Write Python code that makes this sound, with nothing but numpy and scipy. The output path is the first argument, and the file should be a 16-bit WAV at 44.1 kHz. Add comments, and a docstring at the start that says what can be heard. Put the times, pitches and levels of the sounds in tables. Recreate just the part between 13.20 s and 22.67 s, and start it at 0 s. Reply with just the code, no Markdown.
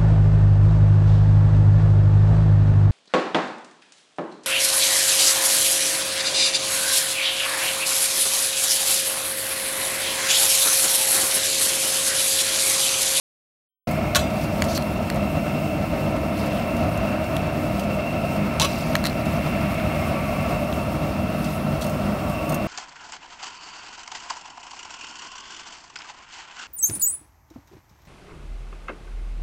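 """After a short silence a propane flame roars under a big aluminium pot, heard from just above.
The roar is noise shaped by the hollows of the stand and the gap around the pot; the gas jet hisses and whistles.
Foam fizzes as dense ringing grains; grainy bands swell and sink within the roar, and spray spits and crackles.
Metal clanks twice against the pot as cracks, rasps and ringing modes, once with a groan.
Small dry knocks and brief bright clicks, short decaying tones and noise, fall in between."""
import sys
import numpy as np
from scipy import signal
from scipy.fft import rfft, irfft, next_fast_len
from scipy.io import wavfile
from scipy.ndimage import map_coordinates

SR = 44100
rng = np.random.default_rng(int(sys.argv[2]) if len(sys.argv) > 2 else 0)


def wav_out(sig):
    """Save sig, one row per channel (or a flat mono array), as 16-bit PCM at SR to the path in sys.argv[1]."""
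    wavfile.write(sys.argv[1], SR, np.round(np.clip(np.atleast_2d(sig).T, -1, 1) * 32767).astype(np.int16))


N = 417627

SIMMER_DB = -58.5  # the foam between surges
# Colour of the bright noise in spits and knocks. Each row: frequency in Hz, relative density in dB.
BRIGHT_COLOUR = [(1500, -28), (3300, 1.5), (4100, -1.5), (5000, -4), (8000, -7), (13000, -8.5),
                 (16000, -15)]


def amp(db):
    """Decibels to gain."""
    return 10 ** (np.asarray(db) / 20)


def unit(x):
    """Scale to rms 1."""
    return x / np.sqrt(np.mean(x ** 2) + 1e-20)


def along(points, hz):
    """(Hz, value) points read on a log axis."""
    f, v = np.transpose(points)
    return np.interp(np.log(hz + 1), np.log(f + 1), v)


def curves(rows):
    """One value per sample for each column after the time."""
    s, *cols = np.transpose(rows)
    return [np.interp(np.arange(N) / SR, s, c) for c in cols]


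def wobble(rate_hz):
    """A smooth random curve through rate_hz knots a second."""
    knots = rng.standard_normal(int(N * rate_hz / SR) + 4)
    return map_coordinates(knots, [np.arange(N) * rate_hz / SR])


def filtered(x, response):
    """x times a response of frequency, padded against wrap-around."""
    m = next_fast_len(len(x) + 8192)
    return irfft(rfft(x, m) * response(np.fft.rfftfreq(m, 1 / SR)), m)[:len(x)]


def noise(response, size=N):
    """Coloured noise of rms 1."""
    return unit(filtered(rng.standard_normal(size), response))


def bell(f, hz, width_hz):
    """The power curve of one resonance, top 1."""
    return 1 / (1 + (2 * (f - hz) / width_hz) ** 2)


def fade(t, t60):
    """Exponential decay by 60 dB in t60."""
    return np.exp(-np.log(1000) * t / t60)


def add(track, s, sound):
    """Mix a sound into the track at s seconds."""
    part = track[round(s * SR):][:len(sound)]
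    part += sound[:len(part)]


def grains(count, pitch_hz, spread, cycles, size_db):
    """Tiny grains of scattered pitch and size, each ringing for some cycles; rms 1."""
    when, tone = rng.random(count), rng.standard_normal(count)
    size = amp(size_db * np.minimum(rng.exponential(size=count), 4))
    t = np.arange(256) / SR
    turns = np.minimum(pitch_hz * np.exp(spread * tone), SR / 2)[:, None] * t
    rings = size[:, None] * np.sin(2 * np.pi * turns) * fade(turns, cycles)
    places = (when * N).astype(int)[:, None] + np.arange(len(t))
    return unit(np.bincount(places.ravel(), rings.ravel(), N)[:N])


def reflected(x, scatter_db, t60, low_hz=900):
    """The slab, the stand and the pot wall scatter the upper range into a brief cluster of echoes."""
    t = np.arange(SR // 16) / SR
    echoes = noise(lambda f: f ** 2 / (f ** 2 + low_hz ** 2), size=len(t)) * fade(t, t60)
    scattered = signal.fftconvolve(x, echoes / np.linalg.norm(echoes))[:N]
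    return x + amp(scatter_db) * scattered


def blowing():
    """How hard the burner blows, in dB around its median."""
    # Each row: time in seconds, level in dB.
    burner_points = [(0.9, -37), (1.47, -39.5), (4.11, -38.5), (4.52, -39), (4.97, -39), (5.56, -37.5),
                     (5.85, -38.5), (6.45, -37), (7.21, -37), (7.52, -40), (8.88, -41), (9.45, -39)]
    level, = curves(burner_points)
    return level - np.median(level)


def hollow_note(levels, pitch_hz, width_hz):
    """A narrow band of the roar swells and sinks."""
    return amp(curves(levels)[0]) * noise(lambda f: bell(f, pitch_hz, width_hz))


def flame(rumble_db=-25.5, roar_gain_db=-3.5, upper_db=-35.0, rumble_growth=0.17, upper_growth=0.37,
          split_hz=450, upper_hz=830, flutter_db=1.0):
    """Turbulent burning excites the hollows around the pot; all flutters, the main hollow swells and sinks."""
    # Turbulence. 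Each row: frequency in Hz, relative density in dB.
    turbulence = [(22, -45), (36, -13), (48, -3.5), (90, 0.5), (235, -0.5), (330, -7), (400, -12),
                  (470, -11), (520, -8), (700, -4.5), (850, -16.5), (1350, -17.5), (1560, -23.5),
                  (1780, -24), (3200, -30)]
    # Air resonances of the stand and the pot. Each row: frequency in Hz, width in Hz, lift in dB.
    hollows = [(79, 17, 2.5), (106, 15, 1), (116.5, 7.3, -2.5), (131.5, 6, -7.5), (150.9, 16.6, 7),
               (181.3, 2.5, -4), (203.7, 10.7, 9.5), (214.3, 6.2, -7.5), (241, 25, 4.5), (267.4, 28, -4.5),
               (308.2, 20, 5.5), (475, 18, -9), (608, 107, 6.5), (891.5, 38, -5), (913, 35, 8),
               (1325, 68, 5)]
    # Main hollow, the band between split_hz and upper_hz. Each row: time in seconds, level in dB before gain.
    roar_points = [(1.1, -25.5), (2.3, -26), (3.2, -25.5), (4.1, -26), (4.5, -27.1), (4.95, -25.5),
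                   (5.35, -27), (6.45, -29), (6.85, -26), (7.4, -25.9), (7.7, -28), (8.3, -28.7),
                   (9.3, -27)]
    strength_db, roar_level = blowing(), curves(roar_points)[0]

    def body(f):
        lift = sum(db * bell(f, hz, w) for hz, w, db in hollows)
        return amp(along(turbulence, f) + lift) / (1 + (f / 5000) ** 4)

    def below(f, edge_hz):
        return 1 / (1 + (f / edge_hz) ** 12)

    def middle(f):
        return body(f) * np.sqrt((1 - below(f, split_hz)) * below(f, upper_hz))

    rumble_noise = noise(lambda f: body(f) * np.sqrt(below(f, split_hz)))
    rumble = amp(rumble_db + rumble_growth * strength_db) * rumble_noise
    roar = amp(roar_gain_db + roar_level) * noise(middle)
    upper_noise = noise(lambda f: body(f) * np.sqrt(1 - below(f, upper_hz)))
    upper = amp(upper_db + upper_growth * strength_db) * upper_noise
    return (rumble + roar + upper) * amp(flutter_db * wobble(30))


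def gas(whistle_gain_db=-2.0, hump_db=-44.5, hump_growth=2.35, jet_db=-46.5, waver_db=0.3, flicker_db=2.0):
    """The jet hisses at the nozzle and blows the tube's modes; the lower ones follow the burner's strength."""
    # Upper and broad lower tube resonances. Each row: frequency in Hz, width in Hz, relative level in dB.
    tube, tube_low = [(2600, 87, 1), (2715, 97, 5.5), (2920, 610, -23.5)], [(2152, 200, -1), (2334, 170, -2.5), (2480, 130, -3)]
    # Each row: time in seconds, level in dB before gain.
    whistle_points = [(1.15, -43), (1.9, -41.5), (2.3, -39), (2.9, -43), (3.5, -40), (3.95, -37),
                      (4.45, -43), (4.85, -37), (5.55, -39.5), (5.9, -41.5), (6.45, -38), (7.0, -41.5),
                      (7.3, -38), (7.8, -44.5), (8.15, -40), (8.45, -44), (9.05, -44.5), (9.3, -39.5)]
    # Each row: frequency in Hz, relative density in dB.
    jet_colour = [(1760, -18), (3000, 0.5), (3640, -20), (4930, -10), (5280, -2.5), (5700, -12),
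                  (7670, -10), (9300, -8.5), (10500, -18.5), (12900, -7), (15100, -14), (15600, -6)]
    strength_db = blowing()

    def blown(modes):
        return noise(lambda f: np.sqrt(sum((amp(db) * bell(f, hz, w)) ** 2 for hz, w, db in modes)))

    whistle_level = whistle_gain_db + curves(whistle_points)[0] + waver_db * wobble(8)
    hump_level = hump_db + hump_growth * strength_db + waver_db * wobble(8.8)
    jet = amp(jet_db + flicker_db * wobble(15)) * noise(lambda f: amp(along(jet_colour, f)))
    return amp(whistle_level) * blown(tube) + amp(hump_level) * blown(tube_low) + jet


def grainy_bands(gain_db=-1, clump_db=2.0):
    """Grainy bands around 1.3 to 2.5 kHz that swell and sink within the roar."""
    # Each row: start in seconds, length in seconds, level in dB before gain, pitch in Hz, relative pitch spread.
    bands = [(3.1, 0.47, -41, 2500, .22), (3.4, 1.24, -40, 1330, 0.1), (5.05, 0.45, -39.5, 1290, 0.066),
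             (5.7, 1.8, -43, 1660, .22), (6.0, 1.2, -41.5, 2450, .19), (8.5, 1, -47, 1250, .08)]
    out, t = np.zeros(N), np.arange(N) / SR
    for s, length_s, db, pitch_hz, spread in bands:
        swell = np.sin(np.pi * np.clip((t - s) / length_s, 0, 1))
        band = grains(count=4000, pitch_hz=pitch_hz, spread=spread, cycles=11, size_db=1.5)
        out += amp(db + gain_db) * swell * band
    return out * amp(clump_db * wobble(18))


def foaming():
    """Foam level in dB: each surge swells to its crest and sinks more slowly, over a steady simmer."""
    # Each row: start in seconds, crest level in dB, time to the crest in seconds.
    surges = [(0.66, -44.5, 0.027), (1.08, -43, 0.14), (1.45, -39.5, 0.075), (3.1, -48, 0.1),
              (3.2, -59, .7), (5.38, -40.5, 0.16), (5.4, -52, 1.1), (8.1, -46, .15)]
    t, power = np.arange(N) / SR, amp(SIMMER_DB) ** 2
    for s, db, crest_s in surges:
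        age = np.maximum(t - s, 0) / crest_s
        swell = (age * np.exp(1 - age)) ** 2
        power = power + (amp(db) * swell) ** 2
    return 10 * np.log10(power)


def fizz(foam_gain_db=-3.0, fine_db=-11, clump_db=3.0, sizzle_db=-57, sizzle_rise_db=4, sizzle_knee_db=5,
         sizzle_clump_db=2, surge_db=1.0):
    """Small bubbles burst in clumps; as foam climbs the hot wall a finer sizzle rises, up to a ceiling."""
    foam = grains(count=18000, pitch_hz=4730, spread=0.194, cycles=34, size_db=3.0)
    sizzle = grains(count=18000, pitch_hz=11750, spread=0.226, cycles=110, size_db=0.5)
    foam_level = foaming()
    wetted = np.tanh((foam_level - SIMMER_DB) / sizzle_knee_db)
    sizzle_level = sizzle_db + sizzle_rise_db * wetted
    sizzle_level = sizzle_level + sizzle_clump_db * wobble(30) + surge_db * wobble(5.8)
    foam_gain = amp(foam_level + foam_gain_db + clump_db * wobble(25))
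    return (foam + amp(fine_db) * sizzle) * foam_gain + sizzle * amp(sizzle_level)


def spits(gain_db=0, t60=0.069, lift_db=5, lift_width=0.18, faint_db=-44, faint_scatter_db=4, faint_hz=6000):
    """Droplets land on hot metal and flash into short hisses; faint ones fall at random."""
    # Each row: start in seconds, level in dB, strongest pitch in Hz.
    spit_rows = [(1.4415, -34, 5500), (1.448, -38, 7000), (1.5496, -32, 7000), (1.556, -33, 11500),
                 (1.571, -36, 11500), (3.566, -39.5, 6500), (4.595, -33.5, 5500), (5.855, -34, 14000),
                 (6.0553, -36.5, 4000), (8.243, -34, 5800), (8.612, -32, 3600), (8.621, -32, 4000),
                 (8.629, -38, 6400)]
    out, t = np.zeros(N), np.arange(SR // 8) / SR
    faint = [(when * N / SR, faint_db + faint_scatter_db * (2 * size - 1), faint_hz * 2 ** (tone - .5))
             for when, size, tone in rng.random(size=(24, 3))]
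    for s, db, hz in [*spit_rows, *faint]:
        colour = lambda f: along(BRIGHT_COLOUR, f) + lift_db * bell(f, hz, lift_width * hz)
        hiss = noise(lambda f: amp(colour(f)), size=len(t))
        add(out, s, amp(db + gain_db) * hiss * fade(t, t60))
    return out


def crackles(rate_hz=2000, t60=0.006, scatter_db=2.5):
    """A raft of small bubbles bursts in quick succession, each with its own size and pitch."""
    # Each row: start in seconds, length in seconds, level in dB, pitch in Hz, relative pitch spread.
    rafts = [(1.484, 0.064, -40, 5230, .18), (1.549, .025, -35, 5370, 0.13),
             (1.552, .028, -38, 4300, 0.062), (1.58, 0.034, -47, 4250, .06), (5.849, .04, -39, 4100, .035)]
    out, t = np.zeros(N), np.arange(SR // 100) / SR
    for s, length_s, db, pitch_hz, spread in rafts:
        raft = np.zeros(round(length_s * SR) + len(t))
        bursts = max(round(rate_hz * length_s), 1)
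        for k, (late, size, tone) in enumerate(rng.standard_normal((128, 3))[:bursts]):
            hz = pitch_hz * np.exp(spread * tone)
            ping = np.sin(2 * np.pi * hz * t) * fade(t, t60)
            burst_s = length_s * np.clip((k + late / 2) / bursts, 0, 1)
            add(raft, burst_s, amp(scatter_db * size) * ping)
        add(out, s, amp(db) * unit(raft))
    return out


def knocks(gain_db=3.0, attack_s=0.00025, tail_db=-29, tail_t60=0.028, band_db=-2, band_t60=0.011,
           band_width=0.79, band_ratio=1.19, click_db=-7, click_t60=0.005):
    """Small dry knocks: a click, a short ring near 4.2 kHz, a lower thump, an overtone and bright noise."""
    # Each row: start in seconds, level in dB before gain, ring pitch in Hz, thump pitch in Hz,
    # thump level and overtone level in dB relative to the ring.
    knock_rows = [(1.4217, -11, 4500, 1600, 1, -1), (1.441, -28, 4700, 2400, -6, -1),
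                  (1.5767, -14, 4300, 1400, -8, -12), (1.6239, -28, 4200, 1650, -6, -10),
                  (1.901, -20.5, 4300, 1500, 1, -10), (1.9246, -32, 4000, 1650, -6, -14),
                  (4.1667, -19.5, 3430, 2600, -2.5, -16), (5.7537, -10, 4250, 1620, 3, -5),
                  (5.7646, -25, 6400, 2000, 0, -8), (5.8408, -19.5, 4130, 1400, 4.5, -20),
                  (5.8497, -22, 4100, 1650, -8, -22), (5.8543, -15, 4020, 1600, -3, -20),
                  (5.8638, -18, 3980, 2100, -7, -20), (5.869, -11.5, 4080, 1600, -9.5, -24),
                  (5.8977, -28, 4150, 1650, -6, -16), (7.527, -25, 3600, 1650, -8, -16)]
    # above usual_db the ring's t60 halves every halving_db
    usual_db, usual_t60, halving_db = -25, 0.0081, 25
    thump_t60, overtone_hz, overtone_t60 = 0.003, 6720, 0.0047
    out, t = np.zeros(N), np.arange(SR // 16) / SR

    def ping(hz, t60):
        return np.sin(2 * np.pi * hz * t) * fade(t, t60) * (1 - np.exp(-t / attack_s))

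    for s, db, hz, thump_hz, thump_db, overtone_db in knock_rows:
        t60 = usual_t60 * .5 ** (max(db - usual_db, 0) / halving_db)
        thump = amp(thump_db) * ping(thump_hz, thump_t60)
        overtone = amp(overtone_db) * ping(overtone_hz, overtone_t60)
        tones = ping(hz, t60) + thump + overtone
        # a broad band of noise just above the thump
        band = lambda f: 1 / (1 + (2 * (f / (band_ratio * thump_hz) - 1) / band_width) ** 6)
        thump_noise = noise(band, size=len(t)) * fade(t, band_t60)
        bright_decay = amp(click_db) * fade(t, click_t60) + amp(tail_db) * fade(t, tail_t60)
        bright = noise(lambda f: amp(along(BRIGHT_COLOUR, f)), size=len(t)) * bright_decay
        add(out, s, amp(db + gain_db) * (tones + amp(band_db + thump_db) * thump_noise + bright))
    return out


def bright_clicks(ring_db=-12, longest_t60=.07, crack_db=-3.0, crack_t60=0.042, scatter_db=2, detune=0.03):
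    """Brief bright clicks: a crack and a few high modes, varied each time."""
    # Each row: start in seconds, level in dB.
    click_rows = [(0.711, -33.5), (1.944, -39), (1.958, -40), (3.775, -37.5), (8.643, -31.5), (8.665, -34),
                  (8.697, -35), (9.097, -35), (9.294, -28), (9.322, -32), (9.329, -42), (9.344, -25.5)]
    # Each row: frequency in Hz, relative level in dB, t60 in seconds before the cap.
    click_modes = [(4380, -8, 0.078), (5470, -22, .05), (6480, -2.5, 0.063), (7240, -11, .05),
                   (8300, -8, 0.07), (8900, -2, 0.072), (9580, -4, .05), (11650, -2.5, 0.059),
                   (13200, -6, 0.07), (14200, -4, 0.07)]
    # Each row: frequency in Hz, relative density in dB.
    crack_colour = [(1500, -25), (3500, 0.5), (13000, 1), (16000, -2)]
    out, t = np.zeros(N), np.arange(SR // 8) / SR
    hz, level, t60 = np.transpose(click_modes)[:, :, None]
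    for s, db in click_rows:
        strength = amp(level - level.max() + scatter_db * rng.standard_normal(hz.shape))
        varied_hz = hz * (1 + detune * rng.uniform(-1, 1, hz.shape))
        tones = np.sin(2 * np.pi * (varied_hz * t + rng.random(hz.shape)))
        ring = np.sum(strength * tones * fade(t, np.minimum(t60, longest_t60)), axis=0)
        crack = noise(lambda f: amp(along(crack_colour, f)), size=len(t)) * fade(t, crack_t60)
        add(out, s, amp(db) * (amp(ring_db) * ring + amp(crack_db) * crack))
    return out


def groan(gain_db=0, rough=0.38, grain_rate_hz=400):
    """Metal dragged along the rim sticks and slips: a rough tone that climbs as it is pressed harder."""
    # Each row: time in seconds, pitch in Hz, level in dB.
    groan_points = [(5.398, 857, -28), (5.413, 898, -17), (5.421, 1100, -30), (5.433, 1100, -25),
                    (5.446, 1110, -24.5), (5.458, 1150, -22), (5.47, 1150, -36)]
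    hz, db = curves(groan_points)
    t = np.arange(N) / SR
    sliding = (t > groan_points[0][0]) & (t < groan_points[-1][0])
    roughness = 1 + rough * wobble(grain_rate_hz)
    return sliding * amp(db + gain_db) * roughness * np.sin(2 * np.pi * np.cumsum(hz) / SR)


def clanks(ring_db=-23, rasp_db=-1.5, lift_db=5, lift_width=0.21, modal_db=9, mode_width_hz=70, detune=0.0013,
           held_t60=0.27, wash_db=-25, wash_t60=0.23, crack_db=-2, crack_t60=0.0049, note_db=-5.5,
           note_db_per_octave=-7, note_t60=.09, hard_db=-12, dulling=.35, dull_hz=6000):
    """Each contact cracks, rasps with the colour of its spot and rings the pot; soft ones are duller."""
    # Each row: start in seconds, level in dB, strongest pitch in Hz, place along the rim 0-1, rasp t60 in seconds.
    contacts = [(0.9489, -14, 4120, 0.1, 0.03), (0.956, -11, 1540, 0.08, 0.057),
                (0.9628, -14, 1700, 0.16, 0.052), (0.968, -20, 1510, 0.2, .045),
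                (0.992, -24, 4100, 0, 0.083), (1.001, -32, 4100, 0.1, .04),
                (5.3984, -14, 3780, 0.85, 0.037), (5.4081, -17.5, 4000, 0.8, 0.03),
                (5.417, -15, 3900, 1, 0.027), (5.4231, -16, 3380, 1, 0.031), (5.431, -20, 2800, 1, .035),
                (5.438, -25, 2650, 0.9, .035), (5.444, -23, 4050, 0.9, .035),
                (5.4476, -19, 2870, 0.95, 0.047), (5.454, -22, 2630, 0.9, 0.041), (5.46, -33, 2700, 1, .04),
                (5.469, -38, 4500, .8, .04)]
    # Pot modes. Each row: frequency in Hz, level in dB struck at place 0, same at place 1, t60 in seconds if free.
    pot_modes = [(1100, 2, -11, .22), (1437, 8, -10, .1), (1680, 8, -16, .1), (2223, -10, 2, .22),
                 (2339, -5, -7, .35), (2583, -12, 10, .26), (2637, -2, -5, .4), (2783, -10, 9, .22),
                 (3003, -5, 6, .22), (3213, -5, 4, .22), (3398, -8, 4, .5), (3641, -1, -9, .48),
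                 (3924, -8, 7, .2), (4070, 1, 4, .14), (4260, -2, 3, .14), (4822, -11, 1, .6),
                 (5001, -14, 0, .22), (5345, -2, -10, .19), (5609, -14, 3, .15), (5878, -6, 4, .38),
                 (6371, -2, -20, .15), (6778, -8, -6, .5), (7135, -6, -22, .2), (7412, -4, -5, .28),
                 (7716, -6, -9, .48), (8130, -4, -4, .16), (8410, -10, -11, .52), (8519, -4, -18, .18),
                 (8735, -8, -2, .36), (9689, -7, -18, .16), (10300, -15, -5, .27), (11208, -22, -1, .28),
                 (12865, -5, -6, .2), (13280, -8, -20, .17)]
    # Each row: frequency in Hz, relative density in dB.
    rasp_colour = [(470, -24), (800, -11), (1120, -5.5), (1300, -11), (1490, -8.5), (1890, -11), (2700, -9),
                   (3350, -5), (4080, -4.5), (5000, -14.5), (5770, -6), (8500, -14), (11600, -13),
                   (15600, -23)]
    out, t = np.zeros(N), np.arange(SR // 2) / SR
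    hz, near, far, t60 = np.transpose(pot_modes)[:, :, None]
    for s, db, pitch_hz, rim_place, rasp_t60 in contacts:
        place = np.clip(rim_place, 0, 1)
        strength = amp(near + place * (far - near) + 2 * rng.standard_normal(hz.shape))
        # the touching metal detunes the modes a little at every contact
        loaded_hz = hz * (1 + detune * rng.uniform(-1, 1, hz.shape))
        tones = np.sin(2 * np.pi * (loaded_hz * t + rng.random(hz.shape)))
        ring = np.sum(strength * tones * fade(t, t60), axis=0)
        # far along the rim the metal stays pressed on and damps the ring
        ring = ring * fade(place * t, held_t60)
        # the struck spot sings briefly, weaker with every octave up
        note_gain = amp(note_db + note_db_per_octave * np.log2(pitch_hz / 1000))
        note = note_gain * np.sin(2 * np.pi * pitch_hz * t) * fade(t, note_t60)
        soft_db = dulling * min(db - hard_db, 0)

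        def rasp_response(f):
            # the rasp sounds through the pot's modes
            modal = np.max(np.minimum(np.sqrt(2 * strength), 1) * bell(f, hz, mode_width_hz), axis=0)
            dull = soft_db * (1 - 1 / (1 + (f / dull_hz) ** 4))
            lift = lift_db * bell(f, pitch_hz, lift_width * pitch_hz)
            return amp(along(rasp_colour, f) + dull + modal_db * modal + lift)

        rasp = noise(rasp_response, size=len(t))
        # a sharp crack leads; countless weak modes linger as a wash
        decay = amp(crack_db + 2 * soft_db) * fade(t, crack_t60)
        decay += amp(rasp_db + soft_db / 2) * fade(t, rasp_t60)
        decay += amp(wash_db) * fade(t, wash_t60)
        add(out, s, amp(db) * (amp(ring_db) * ring + note + rasp * decay))
    return out


def scene():
    """Burner and pot in the open air; echoes follow the burner, and shorter ones the knocks and spits."""
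    # Hollow notes, one that comes and goes and a deeper one that dies away. Each row: time in seconds, level in dB.
    note_points, low_note_points = [(5.6, -59), (6.4, -47), (7.2, -38.5), (7.8, -47), (8.5, -49),
                                    (9.1, -40)], [(0.9, -41), (1.8, -37.5), (3.1, -36), (4.4, -40),
                                                  (5.6, -59)]
    notes = hollow_note(note_points, pitch_hz=1139, width_hz=87)
    notes += hollow_note(low_note_points, pitch_hz=306, width_hz=65)
    burner = reflected(flame() + gas() + notes, scatter_db=-14, t60=.1)
    details = reflected(knocks() + crackles() + spits(), scatter_db=-10, t60=.02)
    return (burner + details + fizz() + grainy_bands() + clanks() + groan() + bright_clicks())[None]


def record(dry, start_s=0.671, ramp_s=.002, ceiling=.78, top_hz=15750):
    """The microphone opens abruptly, rounds off the tallest peaks and keeps nothing above its band limit."""
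    heard = dry[0] * np.clip((np.arange(N) / SR - start_s) / ramp_s, 0, 1)
    rounded = heard / (1 + (heard / ceiling) ** 6) ** (1 / 6)
    return filtered(rounded, lambda f: f < top_hz)[None]


dry = scene()
out = record(dry)
wav_out(out)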